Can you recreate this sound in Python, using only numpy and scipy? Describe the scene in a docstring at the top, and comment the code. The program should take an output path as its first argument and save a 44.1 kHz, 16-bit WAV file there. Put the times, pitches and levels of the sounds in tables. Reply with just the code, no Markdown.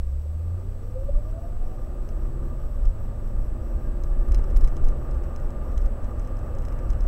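"""Car cabin, pulling away

Microphone inside a car that pulls away from a junction. The engine climbs through three gears as
summed crank orders, and a gear whine rises in two swept, throbbing tones. Coloured noise gives the road
and a steady vent; pressure pulses give the bumps, struck resonators the trim rattles.
Faint behind it, a small camera's electronics hiss, whine and buzz in bursts."""
import sys
import numpy as np
from scipy import signal
from scipy.fft import rfft, irfft
from scipy.io import wavfile
from scipy.ndimage import uniform_filter1d

SR = 44100
rng = np.random.default_rng(int(sys.argv[2]) if len(sys.argv) > 2 else 0)


def to_wav(sig):
    """Store sig (one row per channel, or 1-D mono) as 16-bit WAV at the path in sys.argv[1].

    Samples outside -1..1 are clipped; the rate is SR.
    """
    pcm = np.clip(np.atleast_2d(sig), -1, 1) * 32767
    pcm = np.round(pcm).astype(np.int16)
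    wavfile.write(sys.argv[1], SR, pcm.T)  # frames by channels


N = 311787
T = np.arange(N) / SR   # time/s

# Engine in each gear: [t/s, firing f/Hz, base level of the other orders/dB]
GEAR_RUNS = [
    [(0, 64.5, -57), (.3, 76.2, -66), (.55, 87.5, -61), (.66, 92.36, -56), (1.3, 100.3, -61),
     (1.85, 115.6, -59), (2.45, 132.3, -49.5), (2.72, 125.1, -73)],
    [(2.85, 98.5, -56), (3.55, 109.7, -53), (5.0, 133.1, -53), (5.35, 138.3, -57), (5.75, 142.3, -59.5)],
    [(6.0, 97.7, -68), (6.3, 101.5, -56.5), (7.07, 107.1, -55)],
]
# Firing tone as the cabin passes it on: [f/Hz, level/dB]
FIRING_RESPONSE = [(63, -26), (74, -29.5), (87, -26), (93, -36.5), (101, -39), (110, -43), (118, -52),
                   (129, -41), (140, -50)]
# Cycles per crank turn; six cylinders fire at order 3, the others leak through: [order]
OTHER_ORDERS = [1.5, 4, 4.5, 5, 5.5, 6, 7.5, 8, 9]
# Level of each of those orders, relative to the base level: [level/dB]
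OTHER_ORDER_LEVELS = [13, -3.5, -3.5, -21.5, -3, -2.5, -3, -6, -2]
FIRING_OCTAVE_DB = -26   # relative to the firing tone
# A cabin resonance lifts any crank order passing through it
CABIN_HZ, CABIN_WIDTH_HZ, CABIN_LIFT_DB = 348.5, 24, 6.5

# Gear teeth, heard in two stretches: [t/s, f/Hz, level/dB]
WHINE_RUNS = [
    [(.45, 325, -52), (.7, 405.6, -52.5), (.935, 502, -53), (.965, 516.5, -35.5), (1.03, 542, -40.5),
     (1.1, 560.7, -37.5), (1.23, 605.5, -54), (1.37, 661.6, -45), (1.55, 703, -52), (1.92, 812, -60)],
    [(3.6, 1545, -72), (3.9, 1616, -64), (4.4, 1779, -71)],
]
THROB_HZ, THROB_FIRST_DIP_S, THROB_DEPTH = 11.2, 1.052, .85   # depth 0-1

# Tyre roar over time: [t/s, level/dB]
ROAR_COURSE = [(0.15, -51.5), (0.6, -48), (1.07, -47.5), (2.1, -44.5), (2.65, -45), (4.15, -43.5),
               (4.3, -41.5), (6.16, -41.5), (7.05, -41)]
# Body swaying on its springs: [t/s, level/dB]
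SWAY_COURSE = [(0, -22), (.3, -41), (1.15, -21.5), (1.42, -32), (1.65, -21), (1.9, -32), (2.05, -23.5),
               (2.72, -26), (2.85, -15), (3.12, -31.5), (3.4, -19.5), (3.6, -25), (4.4, -21), (4.9, -23),
               (5.7, -26), (5.8, -20), (6.3, -29.5), (7.07, -21.5)]
# Colours of body shake, cabin boom, tyre roar and road hiss: [f/Hz, relative level per Hz/dB]
SHAKE_COLOUR = [(3, -9), (6, -10.5), (14, -4), (27, 4), (38, 0), (55, -14.5), (75, -16.5), (120, -54)]
BOOM_COLOUR = [(35, -53), (55, 13), (90, 0), (130, -2), (160, -28.5), (220, -48)]
ROAR_COLOUR = [(88, -30), (150, 1), (161, -5.5), (237, 2.5), (280, -7.5), (336, -2.5), (449, -7.5),
               (493, -3.5), (554, -1.5), (622, -5), (659, -9.5), (850, -17), (1100, -21), (1870, -120)]
HISS_COLOUR = [(500, -21), (800, -4.5), (1050, -12), (1140, -3.5), (1195, 3), (1250, -5.5), (1370, -10),
               (1700, -13.5), (2350, -27), (2620, -22.5), (2900, -27), (3500, -37.5), (4500, -69),
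               (6000, -75)]
# Boom and hiss levels when the roar is at its reference, and their share of its swing
ROAR_REFERENCE_DB = -45
BOOM_DB, BOOM_FOLLOWS = -35.5, 0.98
HISS_DB, HISS_FOLLOWS = -55.5, 1.36
# Wheels over the worst bumps push the cabin air: [t/s, peak level/dB, width scale/ms]
BUMP_PUSHES = [(4.28, -16.5, 4.3), (4.301, -14.5, 2.6), (4.315, -11.5, 3.6), (4.361, -14, 4.1),
               (4.39, -14, 2.7), (4.519, -16, 4.3), (4.568, -4.5, 4.8), (4.642, -5, 6), (4.72, -13, 5.7),
               (4.806, -15.5, 5), (4.849, -7.5, 8.5), (4.896, -11, 5.4)]

# Clear ticks of loose trim: [t/s, blow level/dB]
TRIM_TICKS = [(2.0897, -46.5), (2.854, -47.5), (3.276, -53), (4.0365, -45), (4.32, -38.5), (4.346, -34.5),
              (4.3529, -48), (4.384, -50), (4.3915, -54), (4.4409, -49), (4.5031, -51), (4.5098, -53),
              (4.563, -39), (4.6095, -47), (4.642, -40.5), (4.6465, -42), (4.676, -41), (4.684, -47),
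              (4.7673, -44), (4.8437, -50), (4.848, -48), (4.886, -45.5), (5.1113, -47.5), (5.1458, -53),
              (5.2387, -52), (5.3617, -44), (5.3997, -52), (5.5053, -51), (5.7194, -54), (5.778, -39.5),
              (5.8142, -52), (5.86, -49), (6.0446, -50), (6.1959, -47), (6.274, -52), (6.3697, -52),
              (6.3904, -51), (6.551, -49), (6.586, -46.5), (6.6222, -49), (6.6517, -44), (6.6847, -46),
              (6.7238, -47.5), (6.7898, -47), (6.903, -42.5), (6.9334, -48), (7.0072, -46), (7.0404, -53)]
# Resonances of the trim: [f/Hz, relative level/dB, t60/s]
TRIM_MODES = [(1800, -5, 0.0067), (2280, -6, 0.011), (2780, -6.5, 0.0073), (3260, -8.5, 0.0076),
              (4010, -14.5, 0.022), (5210, -4.5, 0.011), (6120, -4.5, 0.0098), (7040, -7, 0.0087),
              (8680, -9.5, 0.0097), (9700, -12, 0.0069), (12500, -4.5, 0.0012), (13900, -19, .002)]
TRIM_CONTACT_MS = 1.0   # decay time of the scrape
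REBOUND_S, REBOUND_LOSS_DB = .007, 13
FAINT_FROM_S, FAINT_DB, FAINT_COUNT = 4.3, -56, 14   # random faint ticks from the rough patch on
# Sharp snaps without ringing: [t/s, initial level/dB]
SNAPS = [(1.3131, -41), (4.2861, -36), (4.5694, -28), (4.5724, -23), (4.5754, -37), (4.6011, -46),
         (4.6149, -34), (4.6434, -46), (4.8394, -44), (4.85, -34), (4.8898, -39), (5.1733, -47)]

# Strength of the processor bursts: [t/s, level/dB]
BURST_STRENGTH = [(0, -72), (.75, -82), (.8, -69), (2.0, -67), (5.9, -67), (5.98, -71), (7.07, -70)]
# Ringing of each burst tick: [f/Hz, relative level/dB, t60/s]
BURST_MODES = [(5270, -1, .005), (5300, 0.5, 0.0089), (5630, 4.5, 0.011)]
# Colour of the burst hiss: [f/Hz, relative level per Hz/dB]
BURST_HISS_COLOUR = [(11500, -50), (12800, 2), (13500, 6), (14200, -8), (15200, -24)]
# A pair of bursts in every period, and one more each second
BURST_PERIOD_S, FIRST_BURST_S, SECOND_BURST_S, SECONDLY_BURST_S = .4, .026, .188, .685
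BURST_LENGTH_S, BURST_TICKS_PER_S = .09, 95
# Hiss at reference strength, and its share of the swing in strength
BURST_REFERENCE_DB, BURST_HISS_DB, BURST_HISS_FOLLOWS = -67, -74.5, 0.51
THIN_NOTE_HZ, THIN_NOTE_DB, THIN_NOTE_UNDER_DB = 5650, -84, -68   # weak bursts add one thin note

# Colour of the preamp hiss: [f/Hz, relative level per Hz/dB]
PREAMP_COLOUR = [(600, -20), (1500, 3), (3000, 3), (4500, 2), (7000, 0), (9000, 1), (10500, -2),
                 (12000, -1.5), (14000, -1.5), (15000, -4), (15800, -8.5)]
PREAMP_DB = -68

# High line tones, the close pair beats: [f/Hz, rms level/dB]
LINE_TONES = [(15734.34, -87), (15747.21, -91), (14712.3, -95)]
# Ringing of the tick at every field: [f/Hz, level/dB, t60/s]
FIELD_TICK_MODES = [(8400, -71, .004)]
SCAN_HZ, FIELD_HZ, SCAN_DB = 7867.17, 60.055, -72   # display scan: half the line rate, field rate, rms
CHIRP_HZ, CHIRP_PER_S, CHIRP_FIRST_S, CHIRP_DB = 12880.48, 19.88, .03, -79   # rms while on

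# Colour of the steady airflow: [f/Hz, relative level per Hz/dB]
VENT_COLOUR = [(700, -23), (1500, 0), (2500, -3), (4000, -16), (6000, -45)]
VENT_DB = -72.5

CUTOFF_HZ = 15800


def amp(db):
    """dB to gain."""
    return 10 ** (np.asarray(db) / 20)


def in_time(rows):
    """Columns of a time table after the first, one value per sample."""
    s, *columns = np.transpose(rows)
    return [np.interp(T, s, column) for column in columns]


def noise(colour):
    """Noise of the given colour, rms 1, interpolated over log frequency."""
    hz, level_db = np.transpose(colour)
    grid = np.fft.rfftfreq(N, 1 / SR) + 1e-3   # keeps the logarithm finite
    gain = amp(np.interp(np.log(grid), np.log(hz), level_db, right=-200))
    x = irfft(rfft(rng.standard_normal(N)) * gain, N)
    return x / x.std()


def drift(rate_hz):
    """Random wandering, spread 1, mostly below the given rate."""
    return noise([(rate_hz, 0), (10 * rate_hz, -40), (SR, -200)])


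def sine(hz):
    """Steady tone, rms 1."""
    return np.sqrt(2) * np.sin(2 * np.pi * hz * T)


def rotation(rows, fade_s=0.11):
    """Phase of a rotating part, and a gain of rms-to-peak size that fades at the ends of its table."""
    start_s, end_s = rows[0][0], rows[-1][0]
    since_start = T - start_s + (start_s == 0)   # a run from time zero starts at full level
    ends = np.minimum(since_start, end_s + fade_s - T)
    phase = 2 * np.pi * np.cumsum(in_time(rows)[0]) / SR
    return phase, np.sqrt(2) * np.clip(ends / fade_s, 0, 1)


def strike(times, blows_db, modes, spread_db, contact_ms=0):
    """Each blow rings all modes of one body at varied strengths; a contact adds a brief dying scrape."""
    at, out = np.round(np.asarray(times) * SR).astype(int), np.zeros(N)
    chance = rng.normal(0, 1, (len(at), len(modes)))
    rough = rng.choice([-1, 1], N)
    fade = np.exp(-1000 / (contact_ms * SR + 1))
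    for k, (hz, level_db, t60) in enumerate(modes):
        force = np.full(N, 1e-18)
        force[at] = amp(blows_db + level_db + spread_db * chance[:, k])
        if contact_ms:
            scrape = rough * signal.lfilter([np.sqrt(1 - fade ** 2)], [1, -fade], force)
            force = .9 * force + .35 * scrape
        radius, angle = amp(-60 / (t60 * SR)), 2 * np.pi * hz / SR
        poles = [1, -2 * radius * np.cos(angle), radius * radius]
        out += signal.lfilter([0, np.sin(angle)], poles, force) * (-1) ** k   # modes alternate in sign
    return out


def engine():
    """Firing tone with its octave, and the other crank orders, all locked to one phase in each gear."""
    out = 0
    for gear in GEAR_RUNS:
        phase, ends = rotation(gear)
        firing_hz, orders_db = in_time(gear)
        firing_db = np.interp(firing_hz, *np.transpose(FIRING_RESPONSE)) + .5 * drift(1.9)
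        tone = np.sin(phase) + amp(FIRING_OCTAVE_DB) * np.sin(2 * phase)
        out += ends * amp(firing_db) * tone
        for order, order_db in zip(OTHER_ORDERS, OTHER_ORDER_LEVELS):
            crank = order * phase / 3 + rng.uniform(0, 2 * np.pi)
            off = (order * firing_hz / 3 - CABIN_HZ) / CABIN_WIDTH_HZ
            cabin_db = CABIN_LIFT_DB * np.exp(-off ** 2)
            level_db = orders_db + order_db + cabin_db + 1.73 * drift(1.4)
            out += ends * amp(level_db) * np.sin(crank)
    return out


def gear_whine():
    """Gear teeth sing a swept tone of unsteady level, throbbing like two beating tones."""
    since_dip = np.maximum(T - THROB_FIRST_DIP_S, -.5 / THROB_HZ)   # held at full level before the throb
    beat = np.exp(2j * np.pi * THROB_HZ * since_dip)
    throb = np.abs(1 - THROB_DEPTH * beat) / (1 + THROB_DEPTH)
    out = 0
    for whine in WHINE_RUNS:
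        phase, ends = rotation(whine)
        level_db = in_time(whine)[1] + 3.1 * drift(22.945)
        out += ends * throb * amp(level_db) * np.sin(phase)
    return out


def road():
    """Body shake, boom, roar and hiss as noise bands, a little patchy with the asphalt."""
    roar_db, = in_time(ROAR_COURSE)
    sway_db, = in_time(SWAY_COURSE)
    swing_db, grain = roar_db - ROAR_REFERENCE_DB, drift(33)
    out = amp(sway_db) * noise(SHAKE_COLOUR)
    out += amp(BOOM_DB + BOOM_FOLLOWS * swing_db) * noise(BOOM_COLOUR)
    out += amp(roar_db + .5 * grain) * noise(ROAR_COLOUR)
    out += amp(HISS_DB + HISS_FOLLOWS * swing_db + 0.92 * grain) * noise(HISS_COLOUR)
    return out


def bumps():
    """Each bump is a soft push of cabin air with suction either side."""
    out = np.zeros(N)
    for s, peak_db, width_ms in BUMP_PUSHES:
        u = (T - s) * 1000 / width_ms
        out += amp(peak_db) * (1 - u ** 2 / 3) * np.exp(-u ** 2 / 6)
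    return out


def trim_rattle():
    """Plastic trim scrapes and rings against its seat; each tick bounces once, more softly."""
    faint_s = rng.uniform(FAINT_FROM_S, T[-SR // 20], FAINT_COUNT)
    s, blow_db = np.transpose(TRIM_TICKS + [(t, FAINT_DB) for t in faint_s])
    s, blow_db = np.r_[s, s + REBOUND_S], np.r_[blow_db, blow_db - REBOUND_LOSS_DB]
    return strike(s, blow_db, TRIM_MODES, spread_db=2.0, contact_ms=TRIM_CONTACT_MS)


def trim_snaps():
    """Single impulses through a gentle high-pass: sharp snaps that do not ring."""
    s, level_db = np.transpose(SNAPS)
    clicks = np.zeros(N)
    clicks[np.round(s * SR).astype(int)] = amp(level_db)
    return signal.lfilter([1, -1], [1, -.85], clicks)


def processor_bursts():
    """Processor activity as trains of ringing ticks under a hiss; weak bursts add a thin note."""
    starts = np.r_[np.arange(FIRST_BURST_S, T[-1], BURST_PERIOD_S),
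                   np.arange(SECOND_BURST_S, T[-1], BURST_PERIOD_S),
                   np.arange(SECONDLY_BURST_S, T[-1], 1)]
    s = (starts[:, None] + np.arange(0, BURST_LENGTH_S, 1 / BURST_TICKS_PER_S)).ravel()
    s = np.clip(s + rng.normal(0, 0.0014, len(s)), 0, T[-2])   # ticks jitter in time
    tick_db = np.interp(s, *np.transpose(BURST_STRENGTH))
    out = strike(s, tick_db, BURST_MODES, spread_db=1.6, contact_ms=1.7)
    busy = np.any([(T > start) * (T < start + BURST_LENGTH_S) for start in starts], axis=0)
    strength_db, = in_time(BURST_STRENGTH)
    weak = busy * (strength_db < THIN_NOTE_UNDER_DB)
    hiss_db = BURST_HISS_DB + BURST_HISS_FOLLOWS * (strength_db - BURST_REFERENCE_DB)
    # running means soften the on and off edges
    out += amp(hiss_db) * uniform_filter1d(busy * 1., size=900) * noise(BURST_HISS_COLOUR)
    out += amp(THIN_NOTE_DB) * uniform_filter1d(weak * 1., size=200) * sine(THIN_NOTE_HZ)
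    return out


def preamp_hiss():
    """Steady coloured noise of the microphone preamp."""
    return amp(PREAMP_DB) * noise(PREAMP_COLOUR)


def display_scan():
    """Scan whine whose sign flips, with a tick, at every field; line tones; a high chirp that blinks."""
    flips = np.sign(np.sin(np.pi * FIELD_HZ * T + 1e-9))
    out = amp(SCAN_DB) * flips * sine(SCAN_HZ)
    for hz, level_db in LINE_TONES:
        out += amp(level_db) * sine(hz)
    gate = (T - CHIRP_FIRST_S) * CHIRP_PER_S % 1 < .35   # on for 35 % of each blink
    out += amp(CHIRP_DB) * uniform_filter1d(gate * 1., size=80) * sine(CHIRP_HZ)
    field_times = np.arange(0, T[-1], 1 / FIELD_HZ)
    return out + strike(field_times, 0, FIELD_TICK_MODES, spread_db=0)


def vent():
    """Steady airflow as coloured noise."""
    return amp(VENT_DB) * noise(VENT_COLOUR)


def scene():
    """All sources summed at one microphone in the cabin."""
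    car = engine() + gear_whine() + road() + bumps() + trim_rattle() + trim_snaps()
    electronics = processor_bursts() + preamp_hiss() + display_scan()
    return (car + electronics + vent())[None]


def record(dry):
    """A steep elliptic low-pass cuts the top."""
    return signal.sosfilt(signal.ellip(14, .3, 80, CUTOFF_HZ, fs=SR, output="sos"), dry)


dry = scene()
out = record(dry)
to_wav(out)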